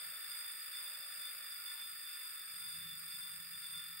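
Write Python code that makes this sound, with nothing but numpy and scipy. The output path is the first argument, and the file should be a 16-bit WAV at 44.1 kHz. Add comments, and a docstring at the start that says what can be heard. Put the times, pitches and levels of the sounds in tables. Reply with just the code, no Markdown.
"""Bicycle coasting on an indoor trainer

A bare room in stereo, the pedals at rest. As the flywheel slows, the freehub pawls rattle over the
ratchet; their clicks set hub and sprockets ringing, louder once every turn. Underneath are a faint
whirr, the still air of the room and a low rumble that swells in the second half."""
import sys
import numpy as np
from scipy import signal
from scipy.fft import rfft, irfft
from scipy.io import wavfile
from scipy.ndimage import uniform_filter1d

SR = 44100
rng = np.random.default_rng(int(sys.argv[2]) if len(sys.argv) > 2 else 0)


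def store_wav(level_fs):
    """Save 16-bit WAV to argv[1]."""
    pcm = np.round(np.clip(np.atleast_2d(level_fs), -1, 1) * 32767)
    wavfile.write(sys.argv[1], SR, pcm.T.astype(np.int16))


N = 176400
TIME = np.arange(N) / SR
TICK_DECAY_S, TICK_ECHO_S, TICK_SIDE_DB = .0007, .016, -2.5


def from_db(db):
    """Decibels to gain."""
    return 10 ** (np.asarray(db) / 20)


def rms_one(x):
    """Each channel scaled to rms 1."""
    return x / np.sqrt(np.mean(x ** 2, axis=-1, keepdims=True) + 1e-20)


def in_time(rows):
    """Straight lines through rows of time in seconds and value."""
    return np.interp(TIME, *np.transpose(rows))


def stereo(pair, side_db):
    """Mid and side to left and right."""
    return pair[0] + from_db(side_db) * pair[1] * np.array([[1], [-1]])


def colour(x, spectrum):
    """Gives a white signal a spectrum in dB per Hz."""
    hz, db = np.transpose(spectrum)
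    grid_hz = np.maximum(np.arange(N + 1) * SR / (2 * N), 1)
    gain = from_db(np.interp(np.log(grid_hz), np.log(hz), db)) * np.sqrt(SR / 2)
    return irfft(rfft(rms_one(x), 2 * N) * gain)[..., :N]


def smooth_noise(spectrum, side_db):
    """Steady stereo noise of a given spectrum."""
    return stereo(colour(rng.standard_normal((2, N)), spectrum), side_db)


def drift(rate_hz):
    """Slow random wander in mid and side; rms 1."""
    pole = np.exp(-2 * np.pi * rate_hz / SR)
    wander = signal.lfilter([1], [1, -2 * pole, pole * pole], rng.standard_normal((2, N + SR)))
    return rms_one(wander[:, SR:])


def dying(energy, decay_s):
    """Spreads each burst of energy into a decay of the same sum; already running at the start."""
    pole = np.exp(-1 / (decay_s * SR))
    running = np.hstack([energy[..., -SR // 4:], energy]) + 1e-12
    return signal.lfilter([1 - pole], [1, -pole], running)[..., -N:]


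def crunch(energy):
    """Noise that follows the energy of the contacts; mid and side."""
    return np.sqrt(energy) * rng.standard_normal((2, N))


def resonate(x, hz, width_hz):
    """One ringing mode with steep flanks."""
    radius = np.exp(-np.pi * width_hz / SR)
    section = [1, 0.0074, -0.959, 1, -2 * radius * np.cos(2 * np.pi * hz / SR), radius * radius]
    return signal.sosfilt([section] * 2, x)


def sustained(drive, hz, width_hz, even, window_s=.054):
    """A mode already ringing at the start, the share `even` of its level swings taken out; rms 1."""
    running = np.hstack([drive[:, -SR // 4:], drive])
    mode = rms_one(resonate(running, hz, width_hz)[:, -N:])
    power = np.abs(uniform_filter1d(mode ** 2, int(window_s * SR), axis=1)) + 1e-9
    return rms_one(mode / power ** (even / 2))


def room(x, tail_db, t60_s=.52, early_s=.0019, early_db=-4):
    """Direct sound, quick reflections off frame and floor, and a diffuse tail; mid and side."""
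    t = TIME[:SR // 2]
    early = rms_one(rng.standard_normal((2, len(t))) * np.exp(-t / early_s))
    tail = rms_one(rng.standard_normal((2, len(t))) * from_db(-60 * t / t60_s))
    response = (from_db(early_db) * early + from_db(tail_db) * tail) / np.sqrt(len(t))
    response[:, 0] += 1
    running = np.hstack([x[:, len(t):0:-1], x])   # the room is already sounding at the start
    return signal.fftconvolve(running, response, axes=1)[:, len(t):len(t) + N]


def room_tone():
    """The still air of the room, almost mono."""
    # Spectrum of the air. Each row: frequency in Hz, density in dB per Hz.
    spectrum = [(20, -132), (42, -122), (75, -104), (120, -108), (195, -106), (250, -119), (320, -113),
                (420, -119), (700, -118), (3000, -122), (16000, -126)]
    return smooth_noise(spectrum, side_db=-32)


def flywheel_whirr():
    """The flywheel whirrs faintly in a band around 600 Hz."""
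    # Spectrum of the whirr. Each row: frequency in Hz, density in dB per Hz before the gain.
    spectrum = [(250, -125), (450, -116), (540, -102), (630, -103), (750, -109), (1000, -116), (2000, -130)]
    # Its rise and fall. Each row: time in seconds, gain in dB.
    gain = [(0, 5), (.3, -0.5), (.65, -3.5), (.85, 2.5), (1.38, 3.5), (1.55, -4), (2.4, -3.5), (4, -7.5)]
    return smooth_noise(spectrum, side_db=-11) * from_db(in_time(gain))


def frame_rumble(side_db=-26):
    """Low rumble through the frame, with one humming resonance that rises with it."""
    # Spectrum of the rumble. Each row: frequency in Hz, density in dB per Hz before the gain.
    spectrum = [(25, -130), (50, -120), (72, -105), (100, -95), (116, -107), (136, -99), (165, -100),
                (186, -99), (205, -105), (222, -116), (400, -135)]
    # Swell of rumble and hum. Each row: time in seconds, gain in dB.
    gain = [(0, -7), (.05, -2), (.17, -16), (.8, -22), (1.35, -12), (1.7, -15), (1.95, -13.5), (2.38, -27),
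            (2.53, -6), (2.82, 9.5), (3.03, 1.5), (3.16, 4), (3.26, -2), (3.35, 3), (3.42, 0), (3.58, 2.5),
            (3.65, -7), (3.79, 7), (3.85, -4), (3.96, 4), (4, -10)]
    mode = sustained(rng.standard_normal((2, N)), hz=165.2, width_hz=5.5, even=.82)
    hum = from_db(-75.5) * stereo(mode, side_db)
    return (smooth_noise(spectrum, side_db) + hum) * from_db(in_time(gain))


def stray_ticks(decay_s=.00075):
    """Now and then the drivetrain gives one sharp, broad tick."""
    # The ticks. Each row: start in seconds, relative level in dB.
    ticks = [(1.4666, -2), (1.578, 0), (3.7733, 3), (3.794, -3)]
    # Their spectrum. Each row: frequency in Hz, relative density in dB per Hz.
    spectrum = [(1500, -110), (4000, -97), (6000, -102), (9000, -100), (15000, -90)]
    energy = sum(from_db(db) ** 2 * (TIME > start) * np.exp(-abs(TIME - start) / decay_s)
                 for start, db in ticks)
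    return stereo(colour(crunch(energy), spectrum), TICK_SIDE_DB) * np.sqrt(energy.mean())


def whine(drive):
    """A faint, narrow mode, fed by the clicks, that comes and goes."""
    # Course of the whine. Each row: time in seconds, relative level in dB.
    level = [(0,-79),(.25,-81),(.5,-72.5),(.66,-102),(.91,-68.5),(1.03,-81),(1.55,-93),(1.63,-78),(1.8,-72.5),(1.92,-99),(2.5,-91),(2.66,-78),(2.92,-96),(3.27,-79),(3.5,-90),(4,-86)]
    mode = sustained(drive, hz=923, width_hz=13, even=.5)
    return stereo(mode, side_db=-3) * from_db(in_time(level) - 3.5)


def hub_sizzle(drive):
    """A broad mode of the hub rings briefly on every click."""
    # The sizzle surges and sinks. Each row: time in seconds, relative level in dB.
    level = [(0.0, -58), (0.18, -71), (0.32, -54.5), (0.58, -70), (0.62, -52), (0.65, -68), (0.8, -54.5),
             (0.83, -61.5), (1.29, -58.5), (1.34, -68), (1.51, -58), (2.09, -64.5), (2.13, -54.5),
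             (2.23, -68), (2.26, -56), (2.44, -78), (2.52, -59), (2.77, -58.5), (2.97, -78), (3.0, -61),
             (3.06, -68), (3.11, -54), (3.43, -69.5), (3.46, -57), (3.54, -66), (3.58, -59), (3.75, -65),
             (3.78, -56), (3.84, -71), (4.0, -62)]
    mode = sustained(drive, hz=4852, width_hz=150, even=.7)
    return stereo(mode, side_db=-2) * from_db(in_time(level) - 2)


def singing(drive, hz=3542.5, wander_hz=8, flutter_db=1.2):
    """The purest ring, probably the largest sprocket: kicked by the clicks, wavering a little."""
    # Its short bursts. Each row: time in seconds, relative level in dB.
    level = [(0.0, -55.5), (0.12, -63), (0.17, -56.5), (0.19, -74), (0.24, -56), (0.28, -68), (0.32, -55),
             (0.38, -63), (0.5, -53), (0.53, -65), (0.69, -59), (0.71, -80), (0.73, -54), (0.79, -51.5),
             (0.82, -64), (0.88, -49.5), (0.92, -67), (0.95, -52), (0.98, -67), (1.04, -54), (1.07, -63),
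             (1.14, -56), (1.18, -69), (1.2, -55.5), (1.27, -50), (1.38, -67), (1.43, -57), (1.65, -62.5),
             (1.68, -49.5), (1.76, -59), (1.83, -50), (1.98, -66.5), (2.07, -55.5), (2.29, -56),
             (2.33, -66), (2.38, -55.5), (2.45, -64), (2.54, -57.5), (2.6, -63), (2.63, -56.5), (2.95, -53),
             (3.01, -71), (3.16, -49), (3.19, -84), (3.22, -51), (3.32, -56), (3.35, -72), (3.41, -57),
             (3.48, -83), (3.55, -52.5), (3.59, -64), (3.66, -50.5), (3.7, -61), (3.75, -48.5),
             (3.92, -58.5), (4.0, -57.5)]
    phase = 2 * np.pi * np.cumsum(hz + wander_hz * drift(rate_hz=24), axis=1) / SR
    kicked = np.sqrt(dying(drive ** 2, decay_s=.046))
    flutter = from_db(flutter_db * drift(rate_hz=24))
    tone = rms_one(np.sin(phase) * kicked * flutter)
    return stereo(tone, side_db=-13) * from_db(in_time(level) + .5)


def metal_ring(drive, turn, faster):
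    """Hub and sprockets, kept ringing by the clicks; their modes swell or dip once a turn."""
    # Modes of the metal. Each row: frequency in Hz, width in Hz, base level in dB, side gain in dB,
    # swing over a turn in dB.
    modes = [(536, 35, -95.5, -15, 4.5), (619, 28, -99.5, -7, 3.5), (1029, 8.9, -89.5, -14, 11),
             (1322, 100, -71.5, -1, -2.5), (1412, 24, -69, -6.5, 3), (1649, 32, -72.5, -15, -1.5),
             (1812.5, 56, -68.5, -9.5, -2), (2057, 39, -74.5, -8.5, 5.5), (2308, 108, -69, -1.5, 0),
             (2685, 130, -69.5, 0, 1), (3545, 126, -63.5, -0.5, 1.5), (4636, 28, -78.5, 5.5, 10),
             (4807, 496, -61.5, 3.5, 0), (8615, 98, -59.5, 5, 1.5), (8676, 35, -57, -16, 1),
             (9370, 470, -62.5, 1.5, 1), (10800, 200, -66.5, 4, 1.5)]
    ring = 0
    for hz, width_hz, db, side_db, swing_db in modes:
        mode = sustained(drive, hz, width_hz, even=.16)
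        ring = ring + stereo(mode, side_db) * from_db(db + swing_db * turn + .1257 * faster)
    return ring


def strikes(times, db, scatter_db=1.2):
    """An impulse of energy for each pawl contact, each with a strength of its own."""
    gains = from_db(db + scatter_db * rng.standard_normal(times.shape))
    inside = (times > 0) & (times < TIME[-1])
    return np.bincount((times[inside] * SR).astype(int), gains[inside] ** 2, N)


def knocks(energy, tail_db):
    """Each contact as a short burst of noise, heard through the room; mid and side."""
    return room(crunch(dying(energy, decay_s=.0008)), tail_db)


def snaps(energy, echo_db):
    """Each contact as a snap of noise with a brief wash of room echo; mid and side."""
    echoes = from_db(echo_db) ** 2 * dying(energy, TICK_ECHO_S)
    return crunch(dying(energy, TICK_DECAY_S) + echoes)


def pawl_pings(energy):
    """The small pawls ring high for a moment as they land and bounce."""
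    # Modes of the pawls. Each row: frequency in Hz, width in Hz, level in dB, side gain in dB.
    modes = [(13100, 380, -63, -2), (15530, 520, -60.5, 0)]
    drive = snaps(energy, echo_db=-1.5)
    return sum(stereo(rms_one(resonate(drive, hz, width_hz)), side_db) * from_db(db)
               for hz, width_hz, db, side_db in modes)


def housing_clatter(energy):
    """The contacts knock the housing into a midrange clatter."""
    # Spectrum of the housing. Each row: frequency in Hz, base density in dB per Hz.
    spectrum = [(60, -155), (400, -123), (850, -114), (1050, -101), (1220, -90.5), (1380, -87.5),
                (1550, -95.5), (1750, -89.5), (1950, -93), (2150, -94), (2700, -96), (3100, -101.5),
                (3700, -102), (4300, -108), (5500, -130)]
    return stereo(colour(knocks(energy, tail_db=2.5), spectrum), side_db=-5)


def pawl_ticks(energy, rise_s=.00025):
    """The bright tick of the pawls striking the ratchet."""
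    # Spectrum of the tick. Each row: frequency in Hz, base density in dB per Hz.
    spectrum = [(3000, -120), (4000, -109), (5100, -99), (5400, -108), (5750, -121), (6400, -121),
                (6900, -104), (7600, -100), (7950, -92.5), (8300, -94.5), (9400, -95.5), (10100, -103),
                (10800, -96.5), (11600, -92), (12150, -94), (12700, -92.5), (13600, -92), (14200, -96.5),
                (14800, -92.5), (15600, -96.5)]
    clicks = snaps(dying(energy, rise_s), echo_db=4.8)
    return stereo(colour(clicks, spectrum), TICK_SIDE_DB)


def freehub(teeth=24, start_tooth=.186, hardest_tooth=21.9, jitter_s=.0004):
    """The pawls drop off every tooth: a bright tick, a clatter in the housing and ringing metal."""
    # The slowing ratchet. Each row: time in seconds, speed in teeth per second.
    ratchet_speed = [(0, 57.23), (.2, 56.84), (.42, 53.81), (.68, 56.25), (.9, 53.91), (1.2, 52.93),
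                     (1.55, 51.44), (1.9, 50.61), (2.3, 49.44), (2.7, 48.29), (3.2, 46.74), (3.7, 45.32),
                     (4, 45.77)]
    # Pawl contacts on each tooth. Each row: delay in teeth, then relative levels in dB of tick,
    # housing, ring and ping.
    contacts = [(-.04, 0, -1.5, -7, 0), (.03, -8, -11, -6, -9), (.13, -18, -3, -2, -18),
                (.25, -12, -4, -6, -4), (.45, -17, -9, -15, -20), (.63, -18, -12, -3, -25)]
    delay, tick_db, housing_db, ring_db, ping_db = np.transpose(contacts)
    speed = in_time(ratchet_speed)
    faster = speed - speed.mean()
    tooth = start_tooth + np.cumsum(speed) / SR
    turn = np.cos(2 * np.pi * (tooth - hardest_tooth) / teeth)   # 1 where the pawls strike hardest
    contact_teeth = np.arange(int(tooth[-1]) + 1)[:, None] + delay
    times = np.interp(contact_teeth, tooth, TIME, left=-1, right=-1)
    times += jitter_s * rng.standard_normal(times.shape)
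    ticks = pawl_ticks(strikes(times, tick_db)) * from_db(.5 * turn + .03 * faster)
    clatter = housing_clatter(strikes(times, housing_db)) * from_db(.5 * turn + .24 * faster)
    drive = knocks(strikes(times, ring_db), tail_db=3.5)
    ringing = metal_ring(drive, turn, faster) + singing(drive) + hub_sizzle(drive) + whine(drive)
    return ticks + clatter + ringing + pawl_pings(strikes(times, ping_db))


def scene():
    """The coasting bicycle and its room, as they reach the microphone."""
    return flywheel_whirr() + freehub() + stray_ticks() + frame_rumble() + room_tone()


def record(dry):
    """A dip in the treble around 6 kHz, then a steep cut at the top."""
    dip_hz, width_hz, cutoff_hz = 5955, 1560, 15750
    dipped = signal.lfilter(*signal.iirnotch(dip_hz, dip_hz / width_hz, fs=SR), dry)
    return signal.sosfilt(signal.ellip(12, .1, 80, cutoff_hz, fs=SR, output="sos"), dipped)


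dry = scene()
out = record(dry)
store_wav(out)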